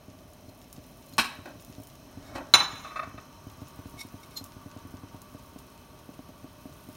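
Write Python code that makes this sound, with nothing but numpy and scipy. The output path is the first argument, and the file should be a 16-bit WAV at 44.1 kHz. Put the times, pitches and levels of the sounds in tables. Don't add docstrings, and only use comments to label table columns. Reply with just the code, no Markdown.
import sys
import numpy as np
from scipy import signal
from scipy.fft import rfft, irfft, next_fast_len
from scipy.io import wavfile

SR = 44100
rng = np.random.default_rng(int(sys.argv[2]) if len(sys.argv) > 2 else 0)


def log_audio(samples):
    frames = np.atleast_2d(samples).T
    limited = np.clip(frames, -1, 1)
    pcm = np.round(limited * 32767).astype(np.int16)
    wavfile.write(sys.argv[1], SR, pcm)


N = 307021

# start in seconds, level in dB, brightness in Hz, contact in seconds.
PAN_BLOWS = [(1.181, -22, 15000, 0.048), (1.1875, -22.5, 6000, 0.014), (1.243, -37, 16000, 0.034),
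             (1.289, -53, 9000, 0.016)]
RIM_SCUFFS = [(1.455, -42, 8800, 0.012), (1.466, -47, 5060, 0.073), (2.351, -38.5, 12020, 0.04),
              (2.357, -35, 4920, 0.0084), (2.374, -39.5, 3980, 0.027), (2.403, -43, 1786, 0.027)]
CLINK_AND_BOUNCE = [(2.5378, -13.5, 15600, 0.025), (2.6025, -25.5, 3700, 0.032)]
RIM_ROCKS = [(2.845, -43, 12000, 0.15), (2.905, -45, 12000, 0.15), (2.957, -35, 12000, 0.038),
             (2.992, -30, 3870, 0.012), (3.028, -36.5, 5860, 0.018), (3.063, -54, 2000, 0.0089),
             (3.176, -43.5, 6040, 0.022)]
# time of the peak in seconds, level in dB, swell in seconds, T60 in seconds.
UTENSIL_BRUSHES = [(2.275, -56.5, 0.031, 0.27), (2.358, -46, 0.0077, 0.069), (3.995, -42, 0.0086, 0.18),
                   (4.014, -37, 0.0072, 0.047), (4.235, -49, 0.0038, 0.049), (4.314, -55.5, .006, 0.18)]
UTENSIL_TINKS = [(.492, -52, .003, 0.058), (1.085, -55.5, .004, .1), (1.137, -48.5, .003, 0.091),
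                 (4.373, -34.5, 0.0058, 0.11)]
# start in seconds, relative strength in dB.
FIRM_BUMPS = [(0.083, -38.5), (1.556, -41), (1.698, -38), (1.782, -34), (1.8, -36), (2.173, -33),
              (2.732, -36.5), (3.143, -35), (3.468, -34), (3.618, -32), (3.79, -32), (3.857, -32.5),
              (3.94, -38), (4.05, -37), (4.141, -33.5), (4.412, -34), (4.566, -36), (4.66, -33),
              (4.764, -33.5), (4.851, -34), (4.94, -33), (5.035, -33.5), (5.145, -33.5), (5.348, -33),
              (5.561, -33), (6.091, -33), (6.192, -32.5), (6.291, -36), (6.444, -32), (6.656, -31),
              (6.888, -34.5)]
FAT_POPS = [(0.3346, -45.5), (0.7282, -35), (1.6237, -45), (1.6482, -40), (1.8362, -43), (1.8711, -41),
            (2.3825, -45), (3.685, -44), (4.4413, -33), (5.218, -38), (5.5887, -41)]
# frequency in Hz, relative level in dB, nominal T60 in seconds.
HANDSET_MODES = [(97, -2.5, 0.093), (138, -38, 0.07), (244.5, -23, 0.0055), (279.2, 1.5, 0.057),
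                 (362, -18, 0.13), (471, -13.5, 0.06), (615, -13.5, 0.093), (700, -12.5, 0.039),
                 (1010, -18, 0.013)]
PAN_MODES = [(231, -6, 0.6), (926, -5, 0.48), (1093, 0, 0.49), (1115, 0, 0.47), (1340, -8, 0.47),
             (1467, -3, 0.36), (1507, -4, 0.29), (1884, -11, 0.52), (1930, -10, 0.6), (2347, -4, 0.44),
             (2536, -2, 0.46), (2586, -1, 0.41), (3033, -6, 0.45), (3110, -8, 0.55), (3908, -6, 0.6),
             (4167, -6, 0.37), (4667, -20, 0.46), (4877, -10, 0.32), (5285, -12, 0.53), (5475, -13, 0.4),
             (5884, -18, 0.5), (6158, -16, 0.32), (6940, -17, 0.37), (8155, -17, 0.34), (8549, -16, 0.46),
             (8960, -25, 0.42), (9385, -19, 0.31), (10820, -23, 0.36), (12180, -21, 0.27),
             (12410, -19, 0.42)]
FREE_LID_MODES = [(641, -17, 0.58), (942, -11, 0.33), (1010, -9, 0.44), (1043, -11, 0.47),
                  (1104, -13, 0.54), (1165, -10, 0.46), (1378, -13, 0.35), (1600, -13, 0.35),
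                  (1730, -15, 0.33), (1884, -17, 0.38), (2165, -10, 0.42), (2272, -18, 0.49),
                  (2375, -15, 0.33), (2620, -14, 0.29), (2853, -18, 0.46), (3080, -17, 0.41),
                  (3560, -10, 0.4), (3765, -17, 0.59), (3978, 0, 0.45), (4011, -2, 0.36), (5100, -24, 0.42),
                  (5335, -16, 0.55), (6100, -12, 0.48), (6950, -13, 0.46), (9055, -20, 0.4),
                  (9469, -31, 0.4), (12015, -27, 0.44), (12200, -30, 0.44)]
SEATED_LID_MODES = [(630, -5.5, 0.22), (1130, -1, 0.15), (1241, -1, 0.2), (2620, -7.5, 0.29),
                    (3580, -15, 0.16), (4150, -17, 0.18), (5240, -23, 0.4), (6130, -34, .4),
                    (6960, -28, .3), (9055, -23, .4)]
# frequency in Hz, bandwidth in Hz, relative gain in dB.
BURNER_PEAKS = [(604, 23, -0.64), (620, 100, -1.3)]
CAVITY_PEAKS = [(922.3, 13, 1), (1153, 14.6, 0), (1126, 132, -6), (1478, 53, -10.5)]
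SIZZLING_PAN_PEAKS = [(2556, 130, -7.5), (3060, 25, -0.5), (4085, 50, -2.5), (5396, 190, -5), (6017, 50, 1),
                      (6600, 68, -6), (8070, 110, -15)]
BRUSHED_STEEL_PEAKS = [(2207, 18, 3.5), (3733, 35, -3), (4260, 13, -4), (5500, 220, -12.5), (5590, 29, -8),
                       (7360, 14, -6.5), (8640, 78, -13), (9740, 18, -7), (11000, 50, -30.5),
                       (12560, 130, -17.5), (4556, 3000, -22.5)]
TAPPED_STEEL_PEAKS = [(3670, 50, -13.5), (4170, 23, 3.5), (5240, 35, -9), (6670, 13, -9), (6900, 74, -11),
                      (7450, 110, -30), (9300, 57, -19), (12700, 47, -8), (4260, 2800, -23.5)]
# frequency in Hz, relative density in dB.
MURMUR_SPECTRUM = [(15, -28), (25, -13), (54, -1), (139, -1.5), (196, -4.5), (216, -7.5), (248, -1),
                   (344, -9.5), (371, -8), (525, -16.5), (612, -7.5), (701, -15.5), (1160, -20),
                   (1270, -26), (2500, -31.5), (3250, -40), (5500, -120)]
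SIZZLE_SPECTRUM = [(500, -27), (1500, -1), (2700, 6), (4200, 3), (5000, -0.5), (6000, -3), (6800, -2.5),
                   (7600, -14), (8400, 2), (10000, -7.5), (11400, 2.5), (12600, -3.5), (16000, -3)]
KNOCK_SPECTRUM = [(100, -9), (165, -20), (225, -2.5), (380, -15), (520, -13), (950, -4.5), (1500, -4),
                  (2100, -12.5), (2600, -1.5), (3450, -14.5), (4050, -6), (4700, -17), (8500, -17),
                  (16000, -26.5)]
SCUFF_SPECTRUM = [(120, -46), (200, -23), (292, 13), (447, -25), (550, 3), (1210, -8.5), (1560, -5.5),
                  (2950, -26), (3680, -21), (4680, -26), (12000, -35), (15600, -68), (22000, -120)]
CLINK_SPECTRUM = [(70, -19), (120, -2), (185, -11), (370, -6), (500, -13), (650, -7), (790, -2),
                  (1050, 0.5), (2200, -6), (3300, -7.5), (4200, -3), (4700, -24), (6600, -12.5),
                  (7800, -31.5), (9300, -18), (10500, -49), (12200, -37), (16000, -37)]
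ROCK_SPECTRUM = [(180, -55), (300, -16), (535, -16), (562, -12), (639, 0.5), (925, -14), (1200, 6.5),
                 (1450, -9), (2590, -14), (2800, -35), (3630, -18), (4620, -27), (14000, -56)]
# time in seconds, level in dB.
FRYING_VIGOUR = [(0.0, -76.5), (1.03, -67.5), (1.43, -68.5), (1.72, -66), (2.48, -71), (2.73, -66),
                 (3.18, -71.5), (3.95, -62), (5.08, -67.5), (5.45, -64), (6.43, -66.5), (6.96, -58)]

KITCHEN_T60_S, CUTOFF_HZ = 0.54, 15800
ROLL_ON_S = 0.003
TIME = np.arange(N) / SR


def from_db(db):
    return 10 ** (np.asarray(db) / 20)


def unit_rms(x):
    return x / np.sqrt(np.mean(x ** 2) + 1e-20)


def decay(t, t60):
    return np.exp(-np.log(1000) * t / t60)


def ramp(start_s, length_s):
    return np.clip((TIME - start_s) / length_s, 0, 1)


def butter(x, hz, kind, order=2):
    return signal.sosfilt(signal.butter(order, hz, kind, fs=SR, output="sos"), x + 1e-18)


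def add(out, start_s, sound):
    start = round(start_s * SR)
    out[start:start + len(sound)] += sound[:len(out) - start]


def impulses(rows):
    out = np.zeros(N)
    for start_s, db in rows:
        add(out, start_s, from_db([db]))
    return out


def coloured(spectrum, size):
    hz, db = np.transpose(spectrum)
    padded = next_fast_len(size)
    f = np.fft.rfftfreq(padded, 1 / SR) + 1e-3
    skirts = 1 / ((1 + (hz[0] / f) ** 4) * (1 + (f / hz[-1] / 2) ** 4))
    gain = from_db(np.interp(np.log(f), np.log(hz), db)) * skirts
    return unit_rms(irfft(rfft(rng.standard_normal(padded)) * gain, padded)[:size])


def rippled(spectrum, depth_db=5, spacing_hz=55):
    hz, db = np.transpose(spectrum)
    grid = np.arange(spacing_hz, CUTOFF_HZ, spacing_hz)
    ripple = depth_db * np.clip(rng.standard_normal(len(grid)), -2, 2) * grid / (grid + 1000)
    return np.column_stack([grid, np.interp(np.log(grid), np.log(hz), db) + ripple])


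def resonant(peaks, size):
    out = 0
    for hz, width, db in peaks:
        radius = np.exp(-np.pi * width / SR)
        poles = [1, -2 * radius * np.cos(2 * np.pi * hz / SR), radius ** 2]
        out += from_db(db) * signal.lfilter([1 - radius, 0, radius - 1], poles, rng.standard_normal(size))
    return unit_rms(out)


def interference(size, rate_hz):
    knots, samples = np.arange(0, size, SR / rate_hz), np.arange(size)
    real, imag = rng.standard_normal((2, 400))[:, :len(knots)]
    return np.interp(samples, knots, real + 1j * imag) / np.sqrt(2)


def blows(rows, modes, spectrum, *, ring_db, tilt_db, sustain_db, t60_scale, clatter_db, room_db,
          dull_hz, attack_s):
    out, t = np.zeros(N), np.arange(SR) / SR
    modal_rms = np.sqrt(np.sum(from_db(np.array(modes)[:, 1]) ** 2) / 2)
    body = rippled(spectrum)
    for start_s, db, bright_hz, contact_s in rows:
        free = np.exp(-(t / contact_s) ** 4) * decay(t, 0.24)
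        ring = 0
        for hz, mode_db, t60 in modes:
            sustain = from_db(sustain_db) * decay(t, t60 * t60_scale)
            envelope = free + sustain * (0.5 + interference(SR, rate_hz=61.3))
            strength = from_db(mode_db + tilt_db * np.log2(1 + hz / 3000))
            ring += strength * np.real(envelope * np.exp(2j * np.pi * (hz * t + rng.random())))
        echo = coloured(body, SR)
        low = butter(echo, dull_hz, "low", order=1)
        tail = low * decay(t, KITCHEN_T60_S) + (echo - low) * decay(t, KITCHEN_T60_S * 0.63)
        clatter = coloured(body, SR) * free + from_db(room_db) * tail
        sound = from_db(ring_db) * ring / modal_rms + from_db(clatter_db) * clatter
        onset = 1 - np.exp(-t / attack_s)
        add(out, start_s, from_db(db) * butter(sound * onset, bright_hz, "low"))
    return out


def stove():
    nearness = ramp(1.3, 2.43) - 0.33 * ramp(5.0, 0.86)
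    murmur = from_db(-53.5 + nearness) * coloured(MURMUR_SPECTRUM, N)
    cavity = from_db(-66.5 + 10 * nearness) * resonant(CAVITY_PEAKS, N)
    tone = from_db(-60.5 - 7.5 * nearness) * resonant(BURNER_PEAKS, N)
    return murmur + cavity + tone


def sizzle(vigour_db):
    hiss = from_db(-62.5 + 0.31 * vigour_db) * coloured(rippled(SIZZLE_SPECTRUM, depth_db=3), N)
    swell_db = 5 * np.exp(-((TIME - 2.92) / 1.6) ** 2)
    return hiss + from_db(-67.5 + swell_db) * resonant(SIZZLING_PAN_PEAKS, N)


def bursting_fat(vigour_db, crackles_per_s=500, spread_db=5.5, drying_db_per_s=1.46, spits_per_s=11):
    sizes = from_db(spread_db * np.minimum(rng.exponential(1, N), 4)) * rng.choice([-1, 1], N)
    tiny_bursts = sizes * (rng.random(N) < crackles_per_s / SR)
    t = np.arange(SR // 10) / SR
    snap = rng.standard_normal(len(t)) * (decay(t, 0.0058) + from_db(-12) * decay(t, 0.13))
    crackle = butter(signal.fftconvolve(tiny_bursts, snap)[:N], 9300, "high")
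    crackle_db = -60.5 + 1.2 * vigour_db - drying_db_per_s * TIME
    pops = butter(signal.fftconvolve(impulses(FAT_POPS), snap)[:N], 6700, "high", order=1)
    large_bursts = rng.uniform(-1, 1, N) * (rng.random(N) < spits_per_s / SR)
    spits = signal.fftconvolve(large_bursts, snap)[:N]
    spits = butter(butter(spits, 2600, "high"), 4800, "low")
    return from_db(crackle_db) * unit_rms(crackle) + from_db(-71) * unit_rms(spits) + from_db(-1) * pops


def fidgets(per_s=5, settle_s=3.5):
    happens = rng.random(N) < per_s * np.exp(-TIME / settle_s) / SR
    levels_db = rng.normal(-43, 4.5, N)
    return impulses(zip(TIME[happens], levels_db[happens]))


def handling_bumps():
    pushes = impulses(FIRM_BUMPS) + fidgets()
    grip = from_db(3.5 - 20 * ramp(5.3, 0.4))
    thud = 0
    for k, (hz, db, t60) in enumerate(HANDSET_MODES):
        radius, angle = decay(1 / SR, t60), 2 * np.pi * hz / SR
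        poles = [1, -2 * radius * np.cos(angle), radius ** 2]
        drive = pushes * grip if k < 2 else -pushes
        thud += from_db(db) * signal.lfilter([0, np.sin(angle)], poles, drive + 1e-18)
    tick = butter(pushes, 1400, "low", order=4)
    return from_db(-3) * butter(thud, 64, "high") + from_db(7.5) * tick


def utensil(rows, peaks, lead_s=0.25):
    out, t = np.zeros(N), np.arange(SR) / SR - lead_s
    for peak_s, db, swell_s, t60 in rows:
        stroke = np.exp(np.minimum(t, 0) / swell_s) * decay(np.maximum(t, 0), t60)
        add(out, peak_s - lead_s, from_db(db) * stroke * resonant(peaks, SR))
    return out


def pan_knock():
    return blows(PAN_BLOWS, PAN_MODES, KNOCK_SPECTRUM, ring_db=-2, tilt_db=2, sustain_db=-12.5,
                 t60_scale=1, clatter_db=1, room_db=-10.5, dull_hz=3500, attack_s=0.00043)


def rim_scuffs():
    return blows(RIM_SCUFFS, PAN_MODES, SCUFF_SPECTRUM, ring_db=-8, tilt_db=2.3, sustain_db=-10,
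                 t60_scale=0.69, clatter_db=4.5, room_db=-11, dull_hz=2500, attack_s=ROLL_ON_S)


def rim_drag(release_s=2.355, swell_s=0.16):
    t = TIME - release_s
    envelope = np.exp(np.minimum(t, 0) / swell_s) * decay(np.maximum(t, 0), KITCHEN_T60_S)
    rub = from_db(-48) * coloured(rippled(SCUFF_SPECTRUM), N)
    rumble = from_db(-47.5) * unit_rms(butter(coloured(MURMUR_SPECTRUM, N), 160, "low"))
    return envelope * (rub + rumble)


def lid_clink():
    return blows(CLINK_AND_BOUNCE, FREE_LID_MODES, CLINK_SPECTRUM, ring_db=-1.5, tilt_db=3.5,
                 sustain_db=-9, t60_scale=0.99, clatter_db=0.5, room_db=-9.5, dull_hz=1992,
                 attack_s=0.00017)


def lid_shiver(start_s=2.712, gap_s=0.04, loss_db=2, bright_hz=16000, contact_s=0.051):
    touches = [(start_s + k * gap_s, -46.5 - k * loss_db, bright_hz, contact_s) for k in range(5)]
    return blows(touches, FREE_LID_MODES, CLINK_SPECTRUM, ring_db=-2, tilt_db=4.5, sustain_db=-9,
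                 t60_scale=1, clatter_db=3.5, room_db=-8, dull_hz=2200, attack_s=ROLL_ON_S)


def lid_rocking():
    return blows(RIM_ROCKS, SEATED_LID_MODES, ROCK_SPECTRUM, ring_db=-1.5, tilt_db=-0.5, sustain_db=-3.5,
                 t60_scale=0.79, clatter_db=3, room_db=-13, dull_hz=3000, attack_s=ROLL_ON_S)


def scene():
    steel = utensil(UTENSIL_BRUSHES, BRUSHED_STEEL_PEAKS) + utensil(UTENSIL_TINKS, TAPPED_STEEL_PEAKS)
    vigour_db = np.interp(TIME, *np.transpose(FRYING_VIGOUR))
    vigour_db -= vigour_db.mean()
    frying = sizzle(vigour_db) + bursting_fat(vigour_db)
    cookware = pan_knock() + lid_clink() + lid_shiver() + lid_rocking() + rim_scuffs() + rim_drag()
    return (cookware + steel + handling_bumps() + frying + stove())[None]


def record(dry):
    low_pass = signal.ellip(10, 0.1, 80, CUTOFF_HZ, fs=SR, output="sos")
    return signal.sosfilt(low_pass, 1.2 * np.tanh(dry / 1.2))


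dry = scene()
out = record(dry)
log_audio(out)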